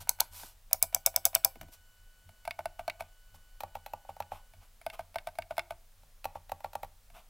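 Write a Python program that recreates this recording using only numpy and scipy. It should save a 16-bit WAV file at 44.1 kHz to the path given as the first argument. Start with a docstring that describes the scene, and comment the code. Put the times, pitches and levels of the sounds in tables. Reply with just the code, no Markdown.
"""Two mice clicking on a desk

Close up, a finger clicks each button of two computer mice in a quick run. The first mouse has
snapping microswitches whose springs buzz; the second has damped switches that knock the shell with
only a tiny tick. Skin taps and brushes the plastic, the desk booms faintly, and a thin electronic
whine hangs in the small room."""
import sys
import numpy as np
from scipy import signal
from scipy.fft import rfft, irfft, next_fast_len
from scipy.io import wavfile
from scipy.ndimage import uniform_filter1d

SR = 44100
rng = np.random.default_rng(int(sys.argv[2]) if len(sys.argv) > 2 else 0)


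def inscribe(sig):
    """Save sig as 16-bit PCM at rate SR to the path in sys.argv[1].

    A 1-D sig is mono; a 2-D sig holds one channel per row.
    Samples are clipped to [-1, 1] before scaling.
    """
    pcm = np.round(np.clip(np.atleast_2d(sig).T, -1, 1) * 32767)
    wavfile.write(sys.argv[1], SR, pcm.astype(np.int16))


N = 321489
AGE = np.arange(8192) / SR  # seconds since a hit

# Microswitch snaps, press and release in turn. Each row: start in seconds, snap level in dB, chatter
# span in seconds (the snap holds for part of it), buzz level in dB, delay to the end stop in seconds,
# and the stop's knock and clack levels in dB. Each layer adds its own trims to the cue levels.
SNAPS = [(0.0927, -15, 0.0012, -42, 0.018, -44.5, -57), (.2040, -17, 0.0046, -55, 0.0091, -30.5, -43),
         (0.7308, -13.5, 0.0016, -47, 0.012, -38.5, -51.5), (0.8258, -14, 0.0025, -34, 0.012, -37.5, -45),
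         (0.9466, -17, 0.003, -49, 0.015, -35, -48.5), (1.0618, -14, 0.0027, -34, 0.0087, -31.5, -38.5),
         (1.1617, -14.5, 0.0017, -48.5, 0.011, -36.5, -46), (1.253, -14.5, 0.003, -28, 0.0085, -31.5, -40),
         (1.3505, -12.5, 0.00099, -50.5, .0066, -30, -30.5),
         (1.4472, -13.5, 0.0045, -47.5, .0052, -29, -50.5)]
# A damped switch is pressed. Each row: start in seconds, level in dB.
PRESSES = [(2.4763, -29.5), (2.6561, -28.5), (2.8789, -27.5), (3.6343, -31), (3.9351, -30.5),
           (4.2025, -28.5), (4.8641, -29), (5.1576, -28), (5.3863, -28.5), (5.5802, -25), (6.2538, -27.5),
           (6.518, -28.5), (6.7532, -28.5)]
# A damped switch is let go. Each row: start in seconds, level in dB, tick level in dB.
RELEASES = [(2.5906, -32, -53), (2.7932, -34, -53), (3.0068, -33, -44), (3.7532, -33, -48.5),
            (4.0911, -35.5, -99), (4.3185, -31.5, -67), (4.993, -33, -50.5), (5.2713, -32, -47),
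            (5.508, -31.5, -61), (5.707, -33, -48.5), (6.355, -34.5, -69), (6.6443, -29.5, -49.5),
            (6.832, -32.5, -44.5)]
# A deep press hits the end stop. Each row: start in seconds, clack level in dB.
STOPS = [(2.5088, -33.5), (2.8985, -33), (4.2234, -43.5), (4.9004, -40), (5.1847, -39), (5.4216, -44.5),
         (5.5935, -30.5)]
# The fingertip lands on a button. Each row: start in seconds, level in dB, brightness in dB.
TAPS = [(.1881, -49, -3), (.2, -47, 13.5), (.4342, -45, -5), (1.3455, -41.5, 6.5), (1.6123, -50.5, 9),
        (2.2912, -54.5, -2), (2.4519, -46, 0.5), (3.3435, -58, 0), (3.6053, -37, 1), (3.862, -38, -2.5),
        (4.0492, -49, -14.5), (4.1653, -43.5, -11), (4.536, -56.5, -1.5), (4.8138, -54, 2.5),
        (5.1431, -51, -3), (5.3544, -56.5, 1.5), (5.5682, -54, 5.5), (6.033, -59.5, -3),
        (6.2433, -43.5, 6.5), (6.4946, -43, -3.5), (6.6048, -46, -7.5), (6.7323, -44.5, -1.5),
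        (7.101, -59.5, 1)]
# The mouse rocks as the hand shifts or lets go. Each row: start in seconds, level in dB.
BUMPS = [(0.433, -53.5), (1.556, -51.5), (1.611, -51), (1.63, -54), (1.684, -58.5)]
# Skin slides over plastic. Each row: start and length in seconds, level in dB, rustle over hiss in dB.
SLIDES = [(0, 0.043, -49, -5.5), (0.303, 0.27, -49.5, -12), (1.714, 0.061, -55.5, -11.5),
          (2.992, 0.037, -60, 6), (3.339, 0.043, -63, -2.5), (4.305, 0.12, -63, 5.5),
          (4.598, 0.089, -70.5, 3.5), (4.925, 0.047, -57, 5.5), (7.132, 0.11, -64, 7)]
# The hand takes hold or shifts its weight. Each row: centre of the swell in seconds, level in dB.
GRIPS = [(.02, -55), (0.349, -59.5), (1.64, -50), (2.29, -55.5), (3.36, -57.5), (4.57, -62.5), (6.04, -70),
         (7.15, -62.5)]

# Resonances. Each row: frequency in Hz, bandwidth in Hz, level in dB.
# The snapping springs, alike but for their lowest mode:
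SPRING = [(6230, 680, 0.5), (8000, 597, 0), (9650, 674, -1), (11750, 1600, 1.5), (13350, 200, 0),
          (14000, 820, -6), (15300, 730, 1)]
SPRING_LEFT = [(5215, 1015, -1.5)] + SPRING
SPRING_RIGHT = [(4275, 480, 0.82)] + SPRING
# The damped switches:
TICK_LEFT = [(3450, 1450, -6.5), (4750, 1180, 4.5), (5850, 3100, -1), (8270, 2700, -2), (10920, 1200, 2.5),
             (13200, 1300, -4), (15100, 860, -1)]
TICK_RIGHT = [(4040, 320, 4), (5630, 270, 2), (7500, 5500, -5), (11340, 420, 5.5), (13200, 2500, 1),
              (15700, 510, -20)]
# The thin plastic covers of the snapping mouse and of the damped mouse's left and right buttons:
SHARP_COVER = [(1398, 380, -2), (1750, 150, -15.5), (2233, 150, 4), (2336, 79, 3.5), (2420, 93, -6.5),
               (3630, 220, -4)]
QUIET_COVER = [(2000, 53, -34), (2224, 73, 5), (2550, 110, -7), (2750, 60, -2.5), (3630, 180, -8),
               (3503, 120, -16), (4600, 280, -36)]
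RIGHT_COVER = [(1362, 67, 6.5), (1935, 53, -0.5), (2537, 100, 2.5), (3070, 200, -31), (4060, 290, -19)]
# The hollow body of each button:
SHARP_LEFT = [(536.6, 57, -5.5), (669.6, 41, 6.5), (781.3, 42, 2.5), (975, 66, -3), (1272, 67, -12.5),
              (1450, 150, -13)]
SHARP_RIGHT = [(573, 140, -5.5), (835, 215, 1.5), (989, 59, 2.5), (1413, 150, -19.5), (1540, 90, -2)]
QUIET_LEFT = [(621, 92.6, -3), (679.5, 64, 3.5), (913.5, 83.4, 8), (918, 72.2, 7), (1210, 80, -19.5),
              (1530, 40, -10)]
QUIET_RIGHT = [(503, 39, -11.5), (591.4, 118, -0.5), (801, 49, 3.5), (916, 90, 3), (798, 470, -7),
               (1141, 27, -7.5)]
# Plastic grating on plastic, and the desk top:
GRIT = [(1350, 760, -1.5), (2500, 680, 2), (4537, 1400, -8.5)]
DESK = [(86.1, 7.7, -1), (148.1, 6.5, -11), (215, 16, -13), (264.1, 53, -28.5)]
# Low room resonances that ring faintly after each click and bump:
LOW_RING = [(151.3, 19, -1.5), (209, 18, -6), (265.5, 25, 0.5), (346, 10, 1.5), (428, 30, -7)]
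# The button under the finger. Each row: start in seconds, body modes, switch modes, cover modes.
BUTTONS = [(0, SHARP_RIGHT, SPRING_RIGHT, SHARP_COVER), (.55, SHARP_LEFT, SPRING_LEFT, SHARP_COVER),
           (2, QUIET_LEFT, TICK_LEFT, QUIET_COVER), (3.3, QUIET_RIGHT, TICK_RIGHT, RIGHT_COVER),
           (4.5, QUIET_LEFT, TICK_LEFT, QUIET_COVER), (6, QUIET_RIGHT, TICK_RIGHT, RIGHT_COVER),
           (7, QUIET_LEFT, TICK_LEFT, QUIET_COVER)]

# Partials of the whine. Each row: frequency in Hz, level in dB.
WHINE = [(1484, -71), (2968, -75), (4452, -85), (7420, -83), (8904, -93.5), (11872, -96.5)]
# When the whine sounds. Each row: start, end and fade-out time, all in seconds.
WHINE_SPANS = [(0, 0.536, 0.046), (.8, 4.81, 0.43)]
# Tone curves. Each row: frequency in Hz, relative spectral level in dB.
# The hiss and the lower rustle of sliding skin:
SKIN = [(1180, -26.5), (2000, -11.5), (4820, -7), (5630, -5.5), (6360, -8), (10900, -6.5), (14400, -4.5),
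        (16000, -21.5)]
RUSTLE = [(350, -12.5), (700, -1), (1200, 1.5), (1800, -13), (2300, -4.5), (3500, -8), (6000, -41)]
# Room tone, in the centre and where it differs between the ears:
AIR = [(12, -16.5), (24, 1), (33, -0.5), (45, -8.5), (62, -25.5), (120, -44), (210, -33.5), (320, -44),
       (520, -34), (1100, -36.5), (2500, -39), (7000, -40), (16000, -40.5)]
SIDE_AIR = [(25, -28), (60, -32.5), (150, -39.5), (500, -28), (2500, -25), (16000, -34.5)]
# The near reflections and the reverb tail:
REFLECTIONS = [(60, -41), (250, -22.5), (650, -38), (1200, -27), (2400, -29), (5000, -25), (14000, -25)]
ROOM_COLOUR = [(200, -5), (700, -6), (2400, -5), (6000, -1.5), (15000, -10)]
# Decay of the small room. Each row: frequency in Hz, time to fall 60 dB in seconds.
ROOM_T60 = [(150, 0.247), (700, 0.35), (2000, 0.3), (6000, 0.13), (15000, 0.26)]


def sharp_clicks(snap_trim_db=1.5, buzz_trim_db=4, shake_trim_db=-7, body_db=-34, travel_db=-47,
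                 snap_t60=0.005, buzz_t60=0.07, shake_t60=0.1, clack_t60=0.03, travel_s=0.013):
    """The button rattles on its way, the spring flips, chatters and buzzes, and the stop clacks."""
    out = np.zeros(N)
    moving = np.interp(AGE, [0, travel_s, 2 * travel_s], [0, 1, 0])
    for s, snap_db, chatter_s, buzz_db, stop_s, stop_db, clack_db in SNAPS:
        shell, spring, cover = button(s)
        travel = amp(travel_db) * burst(rattle(shell, moving) + rattle(cover, moving))
        chatter = amp(-60 * np.maximum(AGE - 0.58 * chatter_s, 0) / snap_t60)  # holds, then dies at once
        snap = amp(snap_db + snap_trim_db) * burst(rattle(spring, chatter))
        buzz = amp(buzz_db + buzz_trim_db) * dying_rattle(spring, buzz_t60)
        body = amp(body_db) * (knock(s) + amp(-1) * ring(cover, detune=0.01, scatter_db=8.5))
        shake = amp(stop_db + shake_trim_db) * dying_rattle(shell, shake_t60)
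        clack = amp(clack_db) * dying_rattle(cover, clack_t60)
        add(out, s - travel_s, travel)
        add(out, s, in_room(snap + buzz + body + shake, wet_db=-22))
        add(out, s + stop_s, in_room(amp(stop_db) * knock(s) + clack, wet_db=-25.5))
    return out


def presses(knock_db=1, clack_db=-11, tick_db=-12, usual_press_db=-28):
    """The damped switch gives way; the harder the press, the brighter it sounds."""
    hits = []
    for s, db in PRESSES:
        edge_db = db + (db - usual_press_db)
        hits.append((s, db + knock_db, edge_db + clack_db, edge_db + tick_db))
    return soft_contacts(hits, tick_t60=0.016, wet_db=-20)


def releases(knock_db=1, clack_db=-11, tick_db=1.5, max_rebound_s=0.016, rebound_db=-12):
    """The button springs back with a duller knock and rebounds once; a crisp release clacks more."""
    hits, rebounds = [], []
    for s, db, edge_db in RELEASES:
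        crisp_db = 0.35 * (edge_db + 50)  # the clack follows the tick around its usual -50 dB
        levels = np.array([db + knock_db, db + clack_db + crisp_db, edge_db + tick_db])
        hits.append((s, *levels))
        rebounds.append((s + max_rebound_s * rng.uniform(0.85, 1.0), *(levels + rebound_db)))
    return soft_contacts(hits + rebounds, tick_t60=0.014, wet_db=-23)


def end_stops(knock_db=-12, tick_db=-9):
    """Plastic meets plastic at the bottom of a deep press: mostly the cover clacks."""
    hits = [(s, db + knock_db, db, db + tick_db) for s, db in STOPS]
    return soft_contacts(hits, tick_t60=0.0065, wet_db=-24)


def fingertip(clack_db=-2, tick_db=-5, lead_s=0.02, landing_db=-45, dull_db=-6, bump_db=2):
    """Light taps: the finger lands on a button, or jogs the shell as the mouse rocks."""
    landings = [(s - lead_s, landing_db, dull_db) for s, *_ in SNAPS[::2]]  # ahead of each sharp press
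    jogs = [(s, db + bump_db, dull_db) for s, db in BUMPS]
    hits = [(s, db, db + bright + clack_db, db + bright + tick_db)
            for s, db, bright in TAPS + landings + jogs]
    return soft_contacts(hits, tick_t60=0.026, wet_db=-14)


def soft_contacts(hits, tick_t60, wet_db, right_trim_db=-3):
    """Each cushioned hit knocks the body, clacks and grates on the cover and leaves a tiny tick."""
    out = np.zeros(N)
    for s, knock_db, clack_db, tick_db in hits:
        _, switch, cover = button(s)
        body = amp(knock_db) * knock(s)
        grit = dying_rattle(GRIT, t60=0.023)
        clack = amp(-2) * (ring(cover, detune=0.02, scatter_db=4) + grit)
        clack *= amp(clack_db + right_trim_db * (cover == RIGHT_COVER))
        tick = amp(tick_db) * dying_rattle(switch, tick_t60)
        add(out, s, in_room(body + clack + tick, wet_db))
    return out


def knock(s, low_ring_db=-30):
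    """The hollow ring of a button, detuned by the finger's grip, over a faint low ring of the room."""
    shell, _, _ = button(s)
    hollow = ring(shell, detune=0.017, scatter_db=0.57)
    return hollow + amp(low_ring_db) * ring(LOW_RING, detune=0.0031, scatter_db=4)


def ring(modes, detune, scatter_db):
    """One blow rings a set of modes; their pitch and balance vary from hit to hit."""
    shift = np.exp(detune * rng.standard_normal())
    held = [(hz * shift, width, db + scatter_db * rng.standard_normal()) for hz, width, db in modes]
    f = np.fft.rfftfreq(len(AGE), 1 / SR)
    soft = 1 / (1 + 1j * f / (1.98 * modes[-1][0])) ** 2  # a slow contact excites little treble
    return burst(irfft(resonances(held, f) * soft))


def rattle(modes, envelope):
    """Countless tiny impacts under an envelope ring a set of modes."""
    f = np.fft.rfftfreq(len(AGE), 1 / SR)
    return irfft(rfft(envelope * rng.standard_normal(len(AGE))) * resonances(modes, f))


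def dying_rattle(modes, t60):
    """A rattle whose impacts fall by 60 dB in t60 seconds."""
    return burst(rattle(modes, amp(-60 * AGE / t60)))


def skin_rubs(grain_db=1.5, body_db=-3, lift_lead_s=0.0075, lift_s=0.033, lift_db=-62, lift_low_db=6):
    """Skin ridges catch and slip in slides and damped releases: a grainy hiss that stirs the shell."""
    out = np.zeros(N)
    lifts = [(s - lift_lead_s, lift_s, lift_db, lift_low_db) for s, *_ in RELEASES]
    for s, length, db, low_db in SLIDES + lifts:
        count = int(length * SR)
        grain = amp(grain_db * unit(uniform_filter1d(rng.standard_normal(count), size=60)))
        shell, _, _ = button(s)
        f = np.fft.rfftfreq(count, 1 / SR)
        stirred = unit(irfft(rfft(rng.standard_normal(count)) * resonances(shell, f), count))
        hiss = noise(SKIN, count) + amp(low_db) * (noise(RUSTLE, count) + amp(body_db) * stirred)
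        stroke = np.sin(np.pi * np.linspace(0, 1, count) ** 0.64) ** 2  # quick swell, slower fade
        add(out, s, in_room(amp(db) * stroke * unit(grain) * hiss, wet_db=-11.5))
    return out


def desk(stroke_db=-54, scatter_db=1.5, right_db=3, grip_db=-1, grip_s=0.04, rest_db=-72,
         soft_hz=150, push_s=0.0026, thud_db=-2):
    """The desk booms at every button stroke and swells under the grip; bumps thud in the room."""
    t, f = np.arange(N) / SR, np.fft.rfftfreq(N, 1 / SR)
    top = resonances(DESK, f, sign=0.77)
    swells = sum(amp(db + grip_db) * np.exp(-((t - s) / grip_s) ** 2) for s, db in GRIPS)
    rumble = unit(irfft(rfft(rng.standard_normal(N)) * top / (1 + (f / soft_hz) ** 2), N))
    out = (amp(rest_db) + swells) * rumble
    attack = 1 - np.exp(-t / push_s)
    boom = burst((irfft(top, N) * attack)[:SR // 2])
    for s, *_ in SNAPS + PRESSES + RELEASES:
        _, _, cover = button(s)
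        boom_db = stroke_db + right_db * (cover == RIGHT_COVER) + scatter_db * rng.standard_normal()
        add(out, s, amp(boom_db) * boom)
    damped = [(hz, 2.1 * width, db) for hz, width, db in LOW_RING]  # wider modes die sooner
    for s, db in BUMPS:
        add(out, s, amp(db + thud_db) * dying_rattle(damped, t60=0.042))
    return out


def whine(trim_db=-2, rise_s=0.062):
    """A thin electronic tone that comes on, holds and fades."""
    t = np.arange(N) / SR
    tone = sum(np.sqrt(2) * amp(db) * np.sin(2 * np.pi * (hz * t + rng.random())) for hz, db in WHINE)
    gate = sum(np.clip(np.minimum((t - start) / rise_s, (end - t) / fade), 0, 1)
               for start, end, fade in WHINE_SPANS)
    return amp(trim_db) * gate * tone


def in_room(sound, wet_db, build_s=0.0024):
    """The sound followed by the diffuse tail of the small room."""
    hz, t, spectrum = signal.stft(rng.standard_normal(SR // 3), SR, nperseg=256)
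    decay = amp(along(ROOM_COLOUR, hz)[:, None] - 60 * t / along(ROOM_T60, hz)[:, None])
    _, tail = signal.istft(spectrum * decay, SR, nperseg=256)
    tail *= 1 - np.exp(-np.arange(len(tail)) / SR / build_s)
    tail *= amp(wet_db) / np.linalg.norm(tail)
    tail[0] = 1  # the direct sound
    return signal.fftconvolve(sound, tail)


def near_reflections(sound, t60=0.056):
    """A short, faint scatter off nearby surfaces that gives a trace of width."""
    scatter = noise(REFLECTIONS, len(AGE)) * amp(-60 * AGE / t60)
    colour = amp(along(REFLECTIONS, np.fft.rfftfreq(len(AGE), 1 / SR)))
    scatter *= np.linalg.norm(colour) / np.linalg.norm(rfft(scatter))
    return signal.fftconvolve(sound, scatter)[:N]


def button(s):
    """Body, switch and cover modes of the button under the finger at s seconds."""
    return [parts for start, *parts in BUTTONS if start <= s][-1]


def resonances(modes, f, sign=-1):
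    """Response of modes; alternating signs fill the valleys between them, equal signs leave notches."""
    return sum(sign ** k * amp(db) * 1j * f * width / (hz * hz - f * f + 1j * f * width)
               for k, (hz, width, db) in enumerate(modes))


def noise(colour, count):
    """Noise of rms 1 shaped by a tone curve."""
    gain = amp(along(colour, np.fft.rfftfreq(count, 1 / SR)))
    return unit(irfft(rfft(rng.standard_normal(count)) * gain, count))


def along(curve, hz):
    """A curve read on a log frequency axis."""
    freqs, values = np.transpose(curve)
    return np.interp(np.log(hz + 1), np.log(freqs), values)


def amp(db):
    """Decibels to gain."""
    return 10 ** (np.asarray(db) / 20)


def unit(x):
    """Scaled to rms 1."""
    return x / np.sqrt(np.mean(x ** 2) + 1e-20)


def burst(x):
    """Scaled so that the loudest two milliseconds have rms 1."""
    return x / np.sqrt(uniform_filter1d(x ** 2, size=88).max() + 1e-20)


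def add(track, s, sound):
    """Mix a sound into the track at s seconds."""
    start = int(round(s * SR))
    part = sound[max(-start, 0):N - start]
    track[max(start, 0):][:len(part)] += part


def scene(air_db=-58, side_air_db=-80):
    """Everything sits in the centre over the room's rumble and faint hiss, with a trace of width."""
    clicks = sharp_clicks() + presses() + releases() + end_stops()
    sounds = clicks + fingertip() + skin_rubs() + desk() + whine()
    reflections = near_reflections(sounds)
    mid = sounds + amp(air_db) * noise(AIR, N)
    side = reflections + amp(side_air_db) * noise(SIDE_AIR, N)
    return np.array([mid + side, mid - side]) * amp([[0.08], [-0.08]])  # a hair to the left


def record(dry, ceiling=0.55, top_hz=16200):
    """Soft clipping rounds the highest peaks, and a steep low-pass cuts the very top."""
    rounded = dry / (1 + np.abs(dry / ceiling) ** 6) ** (1 / 6)
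    count = next_fast_len(N + SR // 2)
    hz = np.fft.rfftfreq(count, 1 / SR)
    return irfft(rfft(rounded, count) / (1 + (hz / top_hz) ** 100), count)[:, :N]


dry = scene()
out = record(dry)
inscribe(out)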